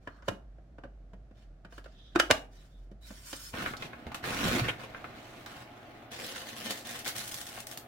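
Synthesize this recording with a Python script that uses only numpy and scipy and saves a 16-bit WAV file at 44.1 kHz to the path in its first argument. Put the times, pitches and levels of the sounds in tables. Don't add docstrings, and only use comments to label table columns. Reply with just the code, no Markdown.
import sys
import numpy as np
from scipy import signal
from scipy.io import wavfile
from scipy.ndimage import uniform_filter1d

SR = 44100
rng = np.random.default_rng(int(sys.argv[2]) if len(sys.argv) > 2 else 0)


def put_to_file(sound):
    columns = np.atleast_2d(sound).T
    safe = np.clip(columns, -1, 1)
    whole_steps = np.round(safe * 32767)
    wavfile.write(sys.argv[1], SR, whole_steps.astype(np.int16))


N = 347067
TIME, FILTER_HZ = np.arange(N) / SR, np.fft.rfftfreq(4096, 1 / SR)
FAN_START_S = 3.538

# f/Hz, level/dB
QUIET_EQ = [(20, -9.5), (60, 1.5), (115, 3), (170, -2.5), (300, -9), (470, -14), (680, -10.5), (950, -27.5),
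            (1400, -24), (2500, -35), (6000, -42), (15000, -59)]
# t/s, length/s, rub level/dB, hiss level/dB
SLIDE_STROKES = [(0.0, 0.19, -77, -89), (0.234, 0.05, -66, -76), (1.34, 0.089, -72.5, -86),
                 (1.692, 0.088, -68, -75), (1.825, 0.39, -74, -89.5), (2.498, 0.16, -70.5, -77),
                 (2.654, 0.19, -81, -86.5), (3.005, 0.075, -69, -68), (3.033, 0.37, -64, -63),
                 (3.236, 0.25, -58, -53.5)]
# f/Hz, width/Hz, level/dB
SLIDE_RESONANCES = [(4330, 90, 0), (5400, 95, -1), (8500, 110, -2)]
# f/Hz, level/dB
SLIDE_EQ = [(530, -28), (900, -3.5), (1250, 2), (1900, 2), (2500, -3), (3200, 0), (4050, -3.5),
            (5220, -1.5), (9000, -6), (16000, -11)]
# t/s,
# length/s, f/Hz, width/Hz, level/dB
SQUEAK_CUES = [(0.0, 0.37, 1360, 1090, -65.5), (0.082, 0.12, 4230, 450, -79), (1.879, 0.33, 3500, 990, -66),
               (1.93, 0.19, 5000, 900, -77), (1.91, 0.25, 6030, 200, -82), (2.52, 0.16, 3870, 318, -73),
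               (2.515, 0.07, 5980, 260, -74), (2.681, 0.16, 3590, 401, -76), (3.0, 0.12, 3870, 500, -63),
               (3.03, 0.21, 3170, 400, -70), (3.4, 0.12, 5240, 240, -54.5), (4.678, 0.036, 2565, 2590, -32),
               (6.643, 0.094, 3040, 605, -49.5)]
# t/s, clack level/dB, thud level/dB, tick level/dB, struck spot's f/Hz
BOX_KNOCKS = [(0.0726, -38, -46.5, -70, 1450), (0.223, -54.5, -64, -77, 5500), (0.281, -33, -39, -51, 624),
              (0.2847, -31, -35.5, -47, 1180), (0.318, -66, -43.5, -78, 205), (0.583, -63.5, -66, -97, 690),
              (0.783, -50, -53.5, -82, 995), (0.836, -44, -49, -75.5, 1130), (0.849, -57, -50, -88, 540),
              (1.133, -55, -51, -79, 190), (1.31, -65, -57, -89, 217), (1.648, -47, -53.5, -74, 182),
              (1.723, -50, -62, -72, 250), (1.779, -45, -56, -64, 1390), (1.842, -54.5, -76, -68, 3950),
              (1.858, -47.5, -58, -74, 1390), (2.159, -21, -25.5, -46, 350), (2.199, -17, -43.5, -31, 1560),
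              (2.304, -22, -31.5, -48, 640), (2.3108, -16.5, -32.5, -27, 2190),
              (2.914, -68, -50, -79, 201.6), (3.105, -48.5, -47, -86, 215),
              (3.329, -39.5, -47, -49.5, 1310)]
# f/Hz, level/dB
BOX_EQ = [(41, -48.5), (85, 4.5), (160, -2), (305, 7.5), (440, 0), (700, 8.5), (1000, 0), (1150, 0.5),
          (1600, 4), (2120, -9), (2980, -9.5), (3490, -17), (5140, -22), (11600, -37.5), (16000, -42)]
# f/Hz, level/dB, t60/s
SHELL_MODES = [(231.3, 0, 0.23), (298.6, -1, 0.11), (493, -0.5, 0.11), (656, 5, 0.19), (790, 3.5, 0.1),
               (980, -2.5, 0.06), (1181, 9, 0.12), (1365, 5, 0.067), (1620, 2.5, 0.1), (1865, 2, 0.09),
               (2530, 0.5, 0.073), (2910, 2, 0.11), (3800, -5.5, 0.06)]
# t/s, length/s, padding level/dB, cloth level/dB, foil level/dB
COOLER_STROKES = [(3.523, 0.16, -44.5, -43, -53), (3.676, 0.053, -48, -68, -55.5),
                  (3.781, 0.08, -49, -53.5, -58.5), (3.852, 0.62, -55.5, -63, -75.5),
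                  (4.223, 0.17, -42.5, -40, -47), (4.388, 0.21, -33.5, -36.5, -42.5),
                  (4.617, 0.081, -41, -39.5, -52), (4.68, 0.49, -54.5, -57, -70),
                  (4.78, 0.063, -63, -49, -60), (5.142, 0.3, -58.5, -58.5, -65.5),
                  (5.446, 0.18, -57, -55.5, -61.5), (5.63, 0.42, -61.5, -62.5, -74)]
# f/Hz, level/dB
COOLER_EQ = [(21, -59), (35, 14), (60, 1.5), (112, 9.5), (165, 4), (240, 6.5), (340, 1), (500, -5.5),
             (884, -11), (1250, -8.5), (2000, -11.5), (3000, -15.5), (4010, -21), (4800, -26.5),
             (9000, -35.5), (15500, -39)]
# f/Hz, level/dB
FAN_EQ = [(20, -8), (50, -7), (100, 0), (170, -14), (300, 1), (450, -8.5), (720, 1), (950, -14),
          (1250, -10.5), (1900, -14), (3500, -23), (8000, -45), (15000, -37)]
# f/Hz, rms level/dB
MOTOR_HUM = [(119, -63.5), (238, -67), (840, -66.5)]
# t/s, pop level/dB, thud level/dB, tick level/dB, fold's f/Hz
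COOLER_FOLDS = [(3.539, -35.5, -44, -65, 687), (3.62, -37, -61, -51, 1160), (3.661, -28, -64, -54, 1480),
                (3.736, -35.5, -44, -76, 1280), (3.768, -64, -62, -50, 4800), (3.823, -36, -65, -52, 3200),
                (3.932, -39.5, -55, -73, 1480), (4.067, -39, -41.5, -61, 850), (4.118, -37, -57, -60, 845),
                (4.145, -35, -50, -44.5, 1240), (4.24, -33, -54, -65, 1780), (4.685, -28.5, -66, -49, 2270),
                (4.9468, -35.5, -64, -85, 1350), (5.042, -34.5, -62, -67, 1570),
                (5.461, -43, -72, -51.5, 1240), (7.575, -38.5, -58, -64, 680)]
# t/s, level/dB, f/Hz
COOLER_BUMPS = [(4.062, -38, 75), (4.455, -28.5, 186), (4.572, -28, 303), (4.616, -23, 117),
                (6.656, -45, 228), (6.705, -42, 215)]
# t/s, length/s, rustle level/dB, fizz level/dB
PLASTIC_STROKES = [(6.104, 0.55, -52.5, -63), (6.169, 0.15, -50.5, -57), (6.344, 0.059, -47, -56),
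                   (6.453, 0.046, -50.5, -57), (6.546, 0.16, -51.5, -56.5), (6.642, 0.035, -44, -54),
                   (6.69, 0.025, -40, -46), (6.737, 0.07, -53.5, -56), (6.842, 0.16, -48, -54),
                   (7.041, 0.046, -40, -45), (7.144, 0.065, -44, -48), (7.222, 0.2, -51.5, -50),
                   (7.442, 0.17, -52.5, -55.5), (7.68, 0.066, -55, -58)]
# f/Hz, level/dB
PLASTIC_EQ = [(40, -29), (110, 5.5), (220, 2), (380, -10), (580, -2), (900, -3), (1400, -1), (1780, 3),
              (2400, -2.5), (3150, 1.5), (4000, -1.5), (9000, -5), (15500, -9)]
# t/s, peak level/dB
PLASTIC_CREASES = [(6.117, -39.5), (6.201, -43), (6.249, -47), (6.2652, -33), (6.3557, -44), (6.655, -37),
                   (6.708, -27.5), (6.8708, -31.5), (6.909, -34.5), (6.991, -32.5), (7.078, -24),
                   (7.087, -30), (7.1637, -28), (7.182, -25.5), (7.278, -33), (7.343, -25), (7.414, -31.5),
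                   (7.468, -31), (7.603, -32.5), (7.6694, -29.5), (7.714, -31.5), (7.7742, -28)]
# f/Hz, side level/dB relative to mid
SIDE_EQ = [(60, -17), (200, -15), (450, -9), (900, -3), (2000, -1), (4000, 0), (16000, 0)]
# f/Hz, t60/s
KITCHEN_T60 = [(100, 0.24), (300, 0.41), (700, 0.34), (1800, 0.26), (5000, 0.22), (14000, 0.26)]


def amp(db):
    return 10 ** (np.asarray(db) / 20)


def mid_rms(x):
    return np.sqrt(np.mean(x.mean(0) ** 2) + 1e-20)


def curve_at(points, hz):
    f, value = np.transpose(points)
    return np.interp(np.log(hz + 1), np.log(f + 1), value)


def add(mix, start_s, sound):
    part = mix[:, round(start_s * SR):][:, :sound.shape[1]]
    part += sound[:, :part.shape[1]]


def eq(x, points):
    log_gain = np.log(amp(np.maximum(curve_at(points, FILTER_HZ), -100)))
    mirrored = np.concatenate([log_gain, log_gain[-2:0:-1]])
    taps = np.fft.ifft(np.exp(np.conj(signal.hilbert(mirrored)))).real
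    return signal.oaconvolve(x, taps[None], axes=1)[:, :x.shape[1]]


def boost(x, hz, lift_db, reach=1.83):
    return eq(x, [(hz / reach, 0), (hz, lift_db), (hz * reach, 0)])


def resonate(x, hz, width_hz):
    carrier = np.exp(2j * np.pi * np.cumsum(hz) / SR)
    pole = np.exp(-np.pi * width_hz / SR)
    return 2 * (carrier * signal.lfilter([1 - pole], [1, -pole], x / carrier)).real


def stereo(pair):
    side = eq(pair[1:], SIDE_EQ)[0]
    return np.array([pair[0] + side, pair[0] - side])


def split(x, edges_hz):
    bands = []
    for edge in edges_hz:
        low, high = (np.tile(signal.butter(2, edge, kind, fs=SR, output="sos"), (2, 1))
                     for kind in ("low", "high"))
        bands.append(signal.sosfilt(low, x))
        x = signal.sosfilt(high, x)
    return bands + [x]


def drift(per_s):
    knots = rng.standard_normal(int(per_s * N / SR) + 2)
    return np.interp(TIME * per_s, np.arange(len(knots)), knots)


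def burst(fall_s, size=4096):
    return stereo(rng.standard_normal((2, size)) * np.exp(-np.arange(size) / SR / fall_s))


def crackle(per_s, spread_db, clump_db, fall_s, patchy_db):
    onsets = np.flatnonzero(rng.random(N) < per_s / SR)
    age = np.arange(int(4 * fall_s * SR))
    strength = amp(spread_db * np.minimum(rng.exponential(1, (len(onsets), 1)), 3.5))
    flips = strength * np.exp(-age / SR / fall_s) * rng.standard_normal((2, len(onsets), len(age)))
    positions = (onsets[:, None] + age).ravel()
    grains = stereo(np.array([np.bincount(positions, flip.ravel(), N)[:N] for flip in flips]))
    spectrum = signal.stft(grains * amp(clump_db * drift(90)), nperseg=256)[2]
    patches = uniform_filter1d(rng.standard_normal(spectrum.shape[1:]), size=2, axis=0)
    patches = uniform_filter1d(patches, size=10, axis=1)
    return signal.istft(spectrum * amp(patchy_db * patches / patches.std()), nperseg=256)[1][:, :N]


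def perform(texture, strokes, edges_hz, attack_s, release_s, sag_db_per_s):
    out, control_t = np.zeros((2, N)), TIME[::16]
    start, length, *levels = np.transpose(strokes)
    t, length = control_t - start[:, None], length[:, None]
    attack = np.clip(t / attack_s, 0, 1)
    sag = amp(-sag_db_per_s * (np.clip(t, 0, length) - length / 2))
    release = np.exp(-np.maximum(t - length, 0) / release_s)
    for band, db in zip(split(texture, edges_hz), levels):
        power = uniform_filter1d(band.mean(0) ** 2, size=3000)
        gain = np.linalg.norm(amp(db)[:, None] * attack * sag * release, axis=0)
        out += band / np.sqrt(abs(power) + 1e-12) * np.interp(TIME, control_t, gain)
    return out


def balance(sound, levels_db, size=900):
    bands = [band / band[:, :size].std(1, keepdims=True) for band in split(sound, [500, 3500])]
    return sum(amp(db) * band / mid_rms(band[:, :size]) for band, db in zip(bands, levels_db))


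def quiet_room(air_db=-60, drone_db=-50.5, drone_hz=47.2):
    air = eq(stereo(rng.standard_normal((2, N))), QUIET_EQ)
    drone = np.sin(2 * np.pi * np.cumsum(drone_hz + 4.5 * drift(25)) / SR)
    return amp(air_db) * air / mid_rms(air) + drone * amp(drone_db + 4 * drift(10))


def box_slide(trim_db=-1):
    grain = crackle(per_s=9000, spread_db=2, clump_db=1.3, fall_s=0.00021, patchy_db=2.6)
    rings = sum(amp(db + 4 * drift(14)) * resonate(grain, hz * (1 + .008 * drift(10)), width)
                for hz, width, db in SLIDE_RESONANCES)
    return amp(trim_db) * perform(eq(grain + rings, SLIDE_EQ), SLIDE_STROKES, [5000],
                                  attack_s=0.037, release_s=0.033, sag_db_per_s=5.5)


def squeaks(trim_db=-1, count=9):
    out = np.zeros((2, N))
    for start, length, hz, width, db in SQUEAK_CUES:
        size = int(length * SR)
        pitches = hz + width * (np.linspace(-.5, .5, count) + rng.uniform(-.1, .1, count))
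        tremble = uniform_filter1d(rng.standard_normal((2, count, size)), size=100)
        cycles = np.cumsum(pitches[:, None] + tremble * 10 * np.sqrt(20 * width), -1) / SR
        tones = np.sin(2 * np.pi * (cycles + rng.random((2, count, 1))))
        squeak = stereo((tones * np.hanning(count + 2)[1:-1, None]).sum(1))
        squeak *= amp(2.5 * drift(70)[:size])
        add(out, start, amp(db + trim_db) * squeak / mid_rms(squeak) * signal.windows.tukey(size, .8))
    return out


def box_ring(t):
    grip = rng.standard_normal((len(SHELL_MODES), 2)) * [.025, 3]
    ring = np.zeros((2, len(t)))
    for (hz, db, t60), (detune, lift_db) in zip(SHELL_MODES, grip):
        cycles = hz * (1 + detune) * t + rng.random((2, 1))
        ring += amp(db + lift_db - 60 * t / t60) * np.sin(2 * np.pi * cycles)
    return stereo(ring)


def box_knocks(ring_db=-9, wall_db=-10, lead_in_db=-33):
    out, t, lead = np.zeros((2, N)), np.arange(4096) / SR, 400
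    for start, clack_db, thud_db, tick_db, hz in BOX_KNOCKS:
        force = np.interp(clack_db, [-42, -20], [0, 1])
        chatter = burst(fall_s=np.interp(force, [0, 1], [.007, .0026]))
        push = amp(-4 - 12 * force) * chatter * (1 - np.exp(-t / 0.0007))
        push[:, 0] += 1
        lead_in = amp(lead_in_db) * burst(0.0069, size=lead)[:, ::-1]
        blow = eq(np.hstack([lead_in, push]), BOX_EQ)
        ring = box_ring(t)
        wall = np.sin(2 * np.pi * hz * t) * amp(-4 * hz * t)
        flex_db = wall_db - 4 * np.log2(hz / 600)
        body = amp(ring_db) * ring / ring.std() + amp(flex_db) * wall / wall.std()
        knock = boost(blow / mid_rms(blow) + np.pad(body, ((0, 0), (lead, 0))), hz, lift_db=4)
        add(out, start - lead / SR, balance(knock, [thud_db - 1, clack_db - 10, tick_db - 1], 1300))
    return out


def cooler_rustle(trim_db=-1):
    grain = crackle(per_s=3000, spread_db=3.5, clump_db=1.5, fall_s=.001, patchy_db=2.7)
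    return amp(trim_db) * perform(eq(grain, COOLER_EQ), COOLER_STROKES, [450, 4000],
                                  attack_s=0.031, release_s=0.012, sag_db_per_s=0.5)


def fan(rush_db=-53.5):
    rush = eq(stereo(rng.standard_normal((2, N))), FAN_EQ)
    hum = sum(amp(db) * np.sqrt(2) * np.sin(2 * np.pi * np.cumsum(hz + 2 * drift(14)) / SR)
              for hz, db in MOTOR_HUM)
    return amp(rush_db) * rush / mid_rms(rush) + hum


def cooler_pops():
    out = np.zeros((2, N))
    for start, pop_db, thud_db, tick_db, hz in COOLER_FOLDS:
        pop = boost(eq(burst(fall_s=0.0059), COOLER_EQ), hz, lift_db=7)
        add(out, start, balance(pop, [thud_db - 3, pop_db - 10, tick_db - 3]))
    return out


def cooler_bumps(rise_s=0.0045, decay_cycles=1.57):
    out, t = np.zeros((2, N)), np.arange(8192) / SR
    for start, db, hz in COOLER_BUMPS:
        swell = (1 - np.exp(-t / rise_s)) * np.exp(-hz * t / decay_cycles)
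        thump = swell / swell.max() * np.sin(2 * np.pi * hz * t)
        add(out, start, amp(db) * thump[None])
    return out


def plastic_rustle(trim_db=-1, cavity_db=-9):
    dense = crackle(per_s=2000, spread_db=3.8, clump_db=2, fall_s=.0007, patchy_db=3)
    sparse = crackle(per_s=1500, spread_db=3.8, clump_db=2.2, fall_s=.0006, patchy_db=2.8)
    lifted = np.interp(TIME, [6.6, 7.3], [0, 1])
    grain = np.sqrt(1 - lifted) * dense / mid_rms(dense) + np.sqrt(lifted) * sparse / mid_rms(sparse)
    rustle = amp(trim_db) * perform(eq(grain, PLASTIC_EQ), PLASTIC_STROKES, [5000],
                                    attack_s=0.017, release_s=0.017, sag_db_per_s=7.5)
    cavity = eq(rustle, [(35, -20), (110, -2), (220, 14), (480, 17.5), (1100, -5)])
    return rustle + amp(cavity_db) * (1 - lifted) * cavity


def plastic_snaps(bright_db=5):
    out = np.zeros((2, N))
    for start, db in PLASTIC_CREASES:
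        crack = eq(eq(burst(fall_s=0.0028), PLASTIC_EQ), [(1500, 0), (8000, bright_db)])
        add(out, start, amp(db) * crack / abs(crack.mean(0)).max())
    return out


def kitchen(x, tail_db, early_db, early_fall_s):
    taps = rng.choice([-1., 1.], (2, SR // 2)) * (rng.random((2, SR // 2)) < 4000 / SR)
    taps[:, :SR // 200] = 0
    hz, t, spectrum = signal.stft(taps, SR, nperseg=256)
    decay = amp(-60 * t / curve_at(KITCHEN_T60, hz)[:, None])
    tail = signal.istft(spectrum * decay, SR, nperseg=256)[1]
    echo = stereo(amp(tail_db) * tail / np.linalg.norm(tail[0]))
    early = burst(early_fall_s)
    add(echo, .001, amp(early_db) * early / np.linalg.norm(early.mean(0)))
    return x + signal.oaconvolve(x, echo, axes=1)[:, :N]


def scene():
    box = kitchen(box_knocks() + box_slide(), tail_db=-11, early_db=-6.5, early_fall_s=0.0043)
    bags = cooler_pops() + cooler_bumps() + cooler_rustle() + plastic_rustle() + plastic_snaps()
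    foley = box + kitchen(bags, tail_db=-7, early_db=-7.5, early_fall_s=0.01) + squeaks()
    bed = np.where(TIME < FAN_START_S, quiet_room(), fan())
    left_db = np.interp(TIME, [4.5, 7.6], [-.55, .35])
    return (foley + bed) * amp([left_db, -left_db])


def record(dry, cutoff_hz=16050):
    lowpass = signal.firwin(511, cutoff_hz, window=("kaiser", 9), fs=SR)
    return signal.oaconvolve(dry, lowpass[None], "same")


dry = scene()
out = record(dry)
put_to_file(out)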